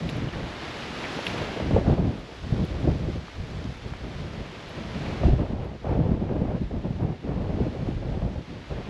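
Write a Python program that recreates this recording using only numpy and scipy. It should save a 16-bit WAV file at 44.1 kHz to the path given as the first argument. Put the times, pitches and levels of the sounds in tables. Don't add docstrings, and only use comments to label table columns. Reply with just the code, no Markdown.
import sys
import numpy as np
from scipy import signal
from scipy.fft import rfft, irfft, next_fast_len
from scipy.io import wavfile
from scipy.ndimage import map_coordinates

SR = 44100
rng = np.random.default_rng(int(sys.argv[2]) if len(sys.argv) > 2 else 0)


def store_pcm(level_fs):
    pcm = np.round(np.clip(level_fs, -1, 1) * 32767).astype(np.int16)
    wavfile.write(sys.argv[1], SR, np.atleast_2d(pcm).T)


N = 392049
T = np.arange(N) / SR


def undb(db):
    return np.exp(np.asarray(db) * (np.log(10) / 20))


def unit(x):
    return x / np.sqrt(np.mean(x ** 2))


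def band(x, lo_hz, hi_hz, order=3):
    edges = [lo_hz, min(hi_hz, SR / 2 - 1)]
    return signal.sosfilt(signal.butter(order, edges, "band", fs=SR, output="sos"), x)


def wander(rate):
    knots = rng.standard_normal(4096)
    coarse = map_coordinates(knots, [T[::32] * rate], order=3, mode="wrap")
    return unit(np.interp(T, T[::32], coarse))


def half_octaves(lowest_hz, count):
    return lowest_hz * 2 ** ((np.arange(count)[:, None] + np.array([-.5, 0, .5])) / 2)


def log_ramp(hz, from_hz, to_hz):
    return np.clip(np.log(hz / from_hz) / np.log(to_hz / from_hz), 0, 1)


def coloured(x, spectrum, gain_db):
    size = next_fast_len(N)
    hz = np.maximum(np.arange(size // 2 + 1) * SR / size, 1)
    point_hz, point_db = np.transpose(spectrum)
    colour_db = np.interp(np.log(hz), np.log(point_hz), point_db)
    return irfft(rfft(x, size) * undb(colour_db + gain_db), size)[:N]


# arrival in seconds, length in seconds, relative level on arrival and on leaving in dB,
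# weight of the small eddies in dB, weight of the deepest in dB (low while the body shelters the port).
GUST_EVENTS = [(0.0, .28, -27, -27, -15, -9.5), (0.339, 0.15, -32.5, -33, -8.5, -2.5),
               (0.55, 0.63, -44, -35, -10, -10), (1.272, 0.89, -33.5, -34, -6.5, -8),
               (1.636, 0.086, -28, -20, -16, -5.5), (1.725, 0.056, -28, -14, -10.5, -7),
               (1.867, .055, -19, -15.5, -11, -3), (1.978, 0.115, -21.5, -26.5, -11.5, 1),
               (2.174, .08, -36, -47, -7, 1), (2.294, .04, -43, -46, 10, -16),
               (2.443, 0.054, -28.5, -34, -14.5, 0), (2.515, 0.12, -26.5, -24, -14, -5.5),
               (2.699, 0.2, -33.5, -28.5, -7, 1.5), (2.854, 0.046, -23.5, -20, -13.5, 0.5),
               (2.932, 0.16, -33, -26, -15.5, -3.5), (3.146, 0.054, -28, -32.5, -14, 2),
               (3.375, 0.32, -37, -33, -12, 2), (3.842, 0.077, -37, -36, -11, 2),
               (4.025, 0.39, -35.5, -34.5, -9, -2), (4.433, 0.35, -42.5, -44.5, -5, -9.5),
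               (4.77, 0.47, -34.5, -27.5, -9.5, -4.5), (5.25, 0.1, -20.5, -26, -11, 8.5),
               (5.394, 0.032, -27, -25, -4.5, 2), (5.5, 0.25, -32.5, -39, -2.5, 3),
               (5.856, 0.093, -29, -28, -0.5, 3.5), (5.974, 0.18, -24, -26, -9, 1.5),
               (6.201, 0.055, -24, -25.5, -11.5, -5.5), (6.295, 0.17, -23.5, -27, -9, -4),
               (6.493, 0.052, -27.5, -25, -6.5, -3.5), (6.607, 0.068, -27.5, -36, -16.5, 3),
               (6.711, 0.052, -33.5, -27.5, -8, 1.5), (6.839, 0.028, -27, -28.5, -7, -4),
               (6.897, 0.066, -32, -31.5, -14.5, 2), (7.004, 0.13, -24, -28, -11.5, -6.5),
               (7.249, 0.16, -26, -24, -10.5, -5), (7.447, 0.079, -29.5, -33.5, -4.5, 5),
               (7.543, 0.13, -29.5, -26, -8.5, 2), (7.718, .05, -34, -32.5, -8.5, -3),
               (7.794, 0.12, -27, -24.5, -12.5, -5), (7.91, 0.071, -32.5, -30.5, -15, 6),
               (8.029, 0.25, -30.5, -30.5, -8, 1), (8.273, 0.11, -34.5, -30, -11.5, -1),
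               (8.498, 0.086, -34.5, -32.5, -13, -5.5), (8.709, .09, -32, -33.5, -3.5, 3),
               (8.86, .03, -38, -33.5, -8, -2)]


def gusts(attack_s=0.014, release_s=0.033, lull_db=-46, lull_small_db=-15, lull_deep_db=4):
    power = np.full(N, undb(lull_db) ** 2)
    small, deep = power * lull_small_db, power * lull_deep_db
    for start, length, first_db, last_db, small_db, deep_db in GUST_EVENTS:
        early, late = np.maximum(start - T, 0), np.maximum(T - start - length, 0)
        envelope = np.exp(-np.minimum(early / attack_s + late / release_s, 20))
        level_db = np.interp(T, [start, start + length], [first_db, last_db])
        gust_power = (envelope * undb(level_db)) ** 2
        power += gust_power
        small += gust_power * small_db
        deep += gust_power * deep_db
    return 10 * np.log10(power), small / power, deep / power


# frequency in Hz, relative gain in dB.
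EDDY_SPECTRUM = [(15, -24), (24, -10), (36, -3.5), (55, 1.5), (130, -1), (280, -8.5), (400, -11.5),
                 (600, -14), (850, -21.5), (1000, -27), (1400, -34.5), (3000, -47), (6000, -77)]


def buffeting(gust_db, small_db, deep_db, gain_db=-6.5, small_lift_db=8, packet_db=1.21):
    packets = 0.59 * wander(30) + 1.08 * wander(110)
    out = np.zeros(N)
    for lo, hz, hi in half_octaves(20, count=16):
        smallness = log_ramp(hz, from_hz=200, to_hz=520)
        deepness = log_ramp(hz, from_hz=200, to_hz=55)
        pressure = unit(band(rng.standard_normal(N), lo, hi)) * np.sqrt(hz / 100)
        level_db = gust_db + deepness * deep_db + smallness * (small_db + small_lift_db)
        swing_db = packet_db * packets * 1.18 ** smallness
        flicker_db = wander(hz / 4)
        out += pressure * undb(level_db + swing_db + flicker_db)
    return coloured(out, EDDY_SPECTRUM, gain_db)


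# frequency in Hz, relative gain in dB.
BACKGROUND_SPECTRUM = [(30, -12), (120, -3), (300, 7.5), (480, 5), (650, 4.5), (850, 2.5), (1400, 0.84),
                       (2100, 0.14), (3500, -3.5), (5000, -10), (7000, -19.5), (8700, -27.5), (9900, -32),
                       (10900, -25), (11900, -42.5), (13000, -41.5)]
# time in seconds, relative level in dB, treble weight in dB.
BACKGROUND_DRIFT = [(0.0, -44.5, -11.5), (0.22, -43.5, -16), (1.23, -37.5, -13), (1.45, -37.5, -15.5),
                    (1.85, -46.5, -13), (2.02, -49, -14.5), (2.3, -48.5, -11.5), (2.72, -47, -12.5),
                    (3.2, -49, -12), (3.65, -48.5, -12), (4.3, -47.5, -13.5), (5.1, -43, -14.5),
                    (5.26, -45, -15), (5.37, -50, -14.5), (5.68, -54.5, -15), (5.8, -54, -12.5),
                    (5.91, -52, -14), (6.2, -55.5, -15), (6.8, -53.5, -14), (7.2, -54, -14.5),
                    (7.62, -50.5, -14), (8.3, -53, -13), (8.6, -49.8, -14.5), (8.85, -48.5, -15)]


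def foliage_and_roar(gain_db=-5.0, treble_lift_db=14, sway_db=0.48, grain_db=1.5):
    times, levels, trebles = np.transpose(BACKGROUND_DRIFT)
    level_db = np.interp(T, times, levels)
    treble_db = np.interp(T, times, trebles) + treble_lift_db
    grain = undb(grain_db * rng.standard_normal(N // 24 + 1)).repeat(24)[:N]
    sway = wander(14)
    out = np.zeros(N)
    for lo, hz, hi in half_octaves(40.6, count=18):
        height = log_ramp(hz, from_hz=2500, to_hz=6000)
        noise = unit(band(grain * rng.standard_normal(N), lo, hi, order=4)) * np.sqrt(hz / 2000)
        out += noise * undb(level_db + height * treble_db + sway_db * sway)
    return coloured(out, BACKGROUND_SPECTRUM, gain_db)


def add_impact(out, start, peak_db, lo_hz, hi_hz, decay_s):
    t = T[:4096]
    burst = band(rng.standard_normal(len(t)) * np.exp(-t / decay_s), lo_hz, hi_hz)
    i = int(start * SR)
    out[i:i + len(t)] += undb(peak_db) * burst[:N - i] / np.abs(burst).max()


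def stalk_taps(relative_db=-19, count=90):
    times, levels, _ = np.transpose(BACKGROUND_DRIFT)
    out = np.zeros(N)
    for when, softness in rng.random((count, 2)):
        start = when * T[-1]
        peak_db = np.interp(start, times, levels) + relative_db + np.log(1 - .97 * softness)
        add_impact(out, start, peak_db, lo_hz=5000, hi_hz=11500, decay_s=.003)
    return out


# start in seconds, relative peak level in dB,
# centre frequency in Hz, ratio of upper band edge to centre, decay time in seconds.
NEAR_TICKS = [(.091, -23, 2670, 1.45, 0.0037), (.097, -38, 4500, 1.7, 0.0038),
              (0.286, -34, 2980, 1.2, 0.005), (0.335, -33, 1650, 1.3, 0.0031),
              (1.040, -25.5, 2080, 1.17, 0.011), (1.267, -15.5, 2580, 1.4, 0.004),
              (3.281, -33, 1090, 1.8, 0.0027), (3.641, -38, 4200, 1.4, 0.0022),
              (3.936, -28, 940, 1.7, 0.0018)]
# start in seconds, relative peak level in dB, decay time in seconds.
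STALK_SNAPS = [(0.0917, -49, .0014), (0.0975, -51, .005), (0.166, -54, .003), (1.254, -48, .002),
               (1.2655, -45, .0014), (1.270, -47, .004), (1.279, -50, .003), (1.287, -51, .004),
               (1.313, -53, .003), (2.19, -59, .004), (2.6504, -50, .0016), (3.7738, -59, .003),
               (4.6897, -58, .004), (5.6456, -63, .003), (7.016, -65, .004), (7.031, -63, .004)]


def ticks_and_snaps(gain_db=1):
    out = np.zeros(N)
    for start, db, hz, ratio, decay_s in NEAR_TICKS:
        add_impact(out, start, db + gain_db, hz / ratio, hz * ratio, decay_s)
    for start, db, decay_s in STALK_SNAPS:
        add_impact(out, start, db + gain_db, lo_hz=9400, hi_hz=11600, decay_s=decay_s)
    return out


def stray_vortices(gust_db, count=24, above_db=6.0, spread_db=4, lo_hz=150, hi_hz=560, db_per_octave=-4):
    when, strength, smallness = rng.random((count, 3)).T
    i = (when * (N - 1)).astype(int)
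    hz = lo_hz * (hi_hz / lo_hz) ** smallness
    db = gust_db[i] + above_db + spread_db * (strength - .5) + db_per_octave * np.log2(hz / lo_hz)
    return list(zip(T[i], db, hz))


# start in seconds, relative peak level in dB, eddy frequency in Hz.
STRONG_VORTICES = [(0.176, -21, 200), (1.187, -19.5, 510), (1.416, -20.5, 500), (1.571, -21.5, 530),
                   (1.599, -20, 546), (1.725, -20, 130), (1.742, -9.5, 95), (1.762, -8.5, 397),
                   (1.773, -13, 160), (1.876, -8.5, 197), (1.894, -14, 386), (1.920, -16.5, 328),
                   (1.978, -22, 500), (1.990, -14, 144), (2.020, -18, 151), (2.521, -10, 106),
                   (2.610, -20, 200), (2.873, -8.5, 333), (3.084, -20.5, 333), (3.098, -19.5, 204),
                   (3.397, -18, 75), (5.233, -17, 520), (5.250, -9, 64), (5.262, -13.5, 140),
                   (5.279, -12, 310), (5.290, -9.5, 55), (5.310, -15, 60), (5.329, -11.5, 115),
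                   (5.390, -22.5, 480), (5.396, -15.5, 135), (5.414, -16, 189), (5.501, -22, 210),
                   (5.531, -18, 202), (5.844, -26, 610), (5.911, -20, 190), (5.988, -12, 220),
                   (6.005, -13, 170), (6.088, -14, 150), (6.113, -12.5, 154), (6.148, -21, 250),
                   (6.213, -16.5, 163), (6.308, -22, 480), (6.319, -14.5, 185), (6.360, -24, 300),
                   (6.414, -16, 200), (6.453, -24, 190), (6.549, -17.5, 179), (6.614, -20, 176),
                   (6.710, -23, 397), (6.738, -19.5, 254), (6.851, -14.5, 160), (6.904, -16, 168),
                   (7.025, -20.5, 175), (7.046, -14, 159), (7.083, -26, 380), (7.099, -15, 134),
                   (7.359, -21, 187), (7.414, -27, 173), (7.499, -20, 168), (7.602, -18, 412),
                   (7.610, -18, 154), (7.663, -18, 242), (7.882, -20, 179), (8.171, -16, 160),
                   (8.248, -22, 200)]


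def blasts(strays, gain_db=-2.0, stagger=0.53, rasp_db=-22):
    out = np.zeros(N)
    t = T[:4096]
    for start, db, hz in STRONG_VORTICES + strays:
        swell_s = 0.0041 * (251 / hz) ** 0.36
        envelope = (t / swell_s * np.exp(1 - t / swell_s)) ** 2
        unevenness = map_coordinates(rng.standard_normal(256), [t * hz * 3], order=3, mode="wrap")
        swing_hz = hz * np.exp(stagger * np.tanh(unevenness))
        phase = 2 * np.pi * (np.cumsum(swing_hz) / SR + rng.random())
        rasp = undb(rasp_db) * unit(band(rng.standard_normal(len(t)), lo_hz=380, hi_hz=750))
        pressure = undb(db + gain_db) * envelope * (np.sin(phase) + rasp)
        i = int(start * SR)
        out[i:i + len(t)] += pressure[:N - i]
    return out


def scene():
    gust_db, small_db, deep_db = gusts()
    wind = buffeting(gust_db, small_db, deep_db) + blasts(stray_vortices(gust_db))
    return (wind + foliage_and_roar() + stalk_taps() + ticks_and_snaps())[None]


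def record(dry, notch_hz=9050, notch_q=13.7, bass_cut_hz=14, top_hz=13500):
    ported = signal.lfilter(*signal.iirnotch(notch_hz, notch_q, fs=SR), dry)
    ported = signal.sosfilt(signal.butter(2, bass_cut_hz, "high", fs=SR, output="sos"), ported)
    return signal.sosfilt(signal.ellip(8, .2, 70, top_hz, fs=SR, output="sos"), ported)


dry = scene()
out = record(dry)
store_pcm(out)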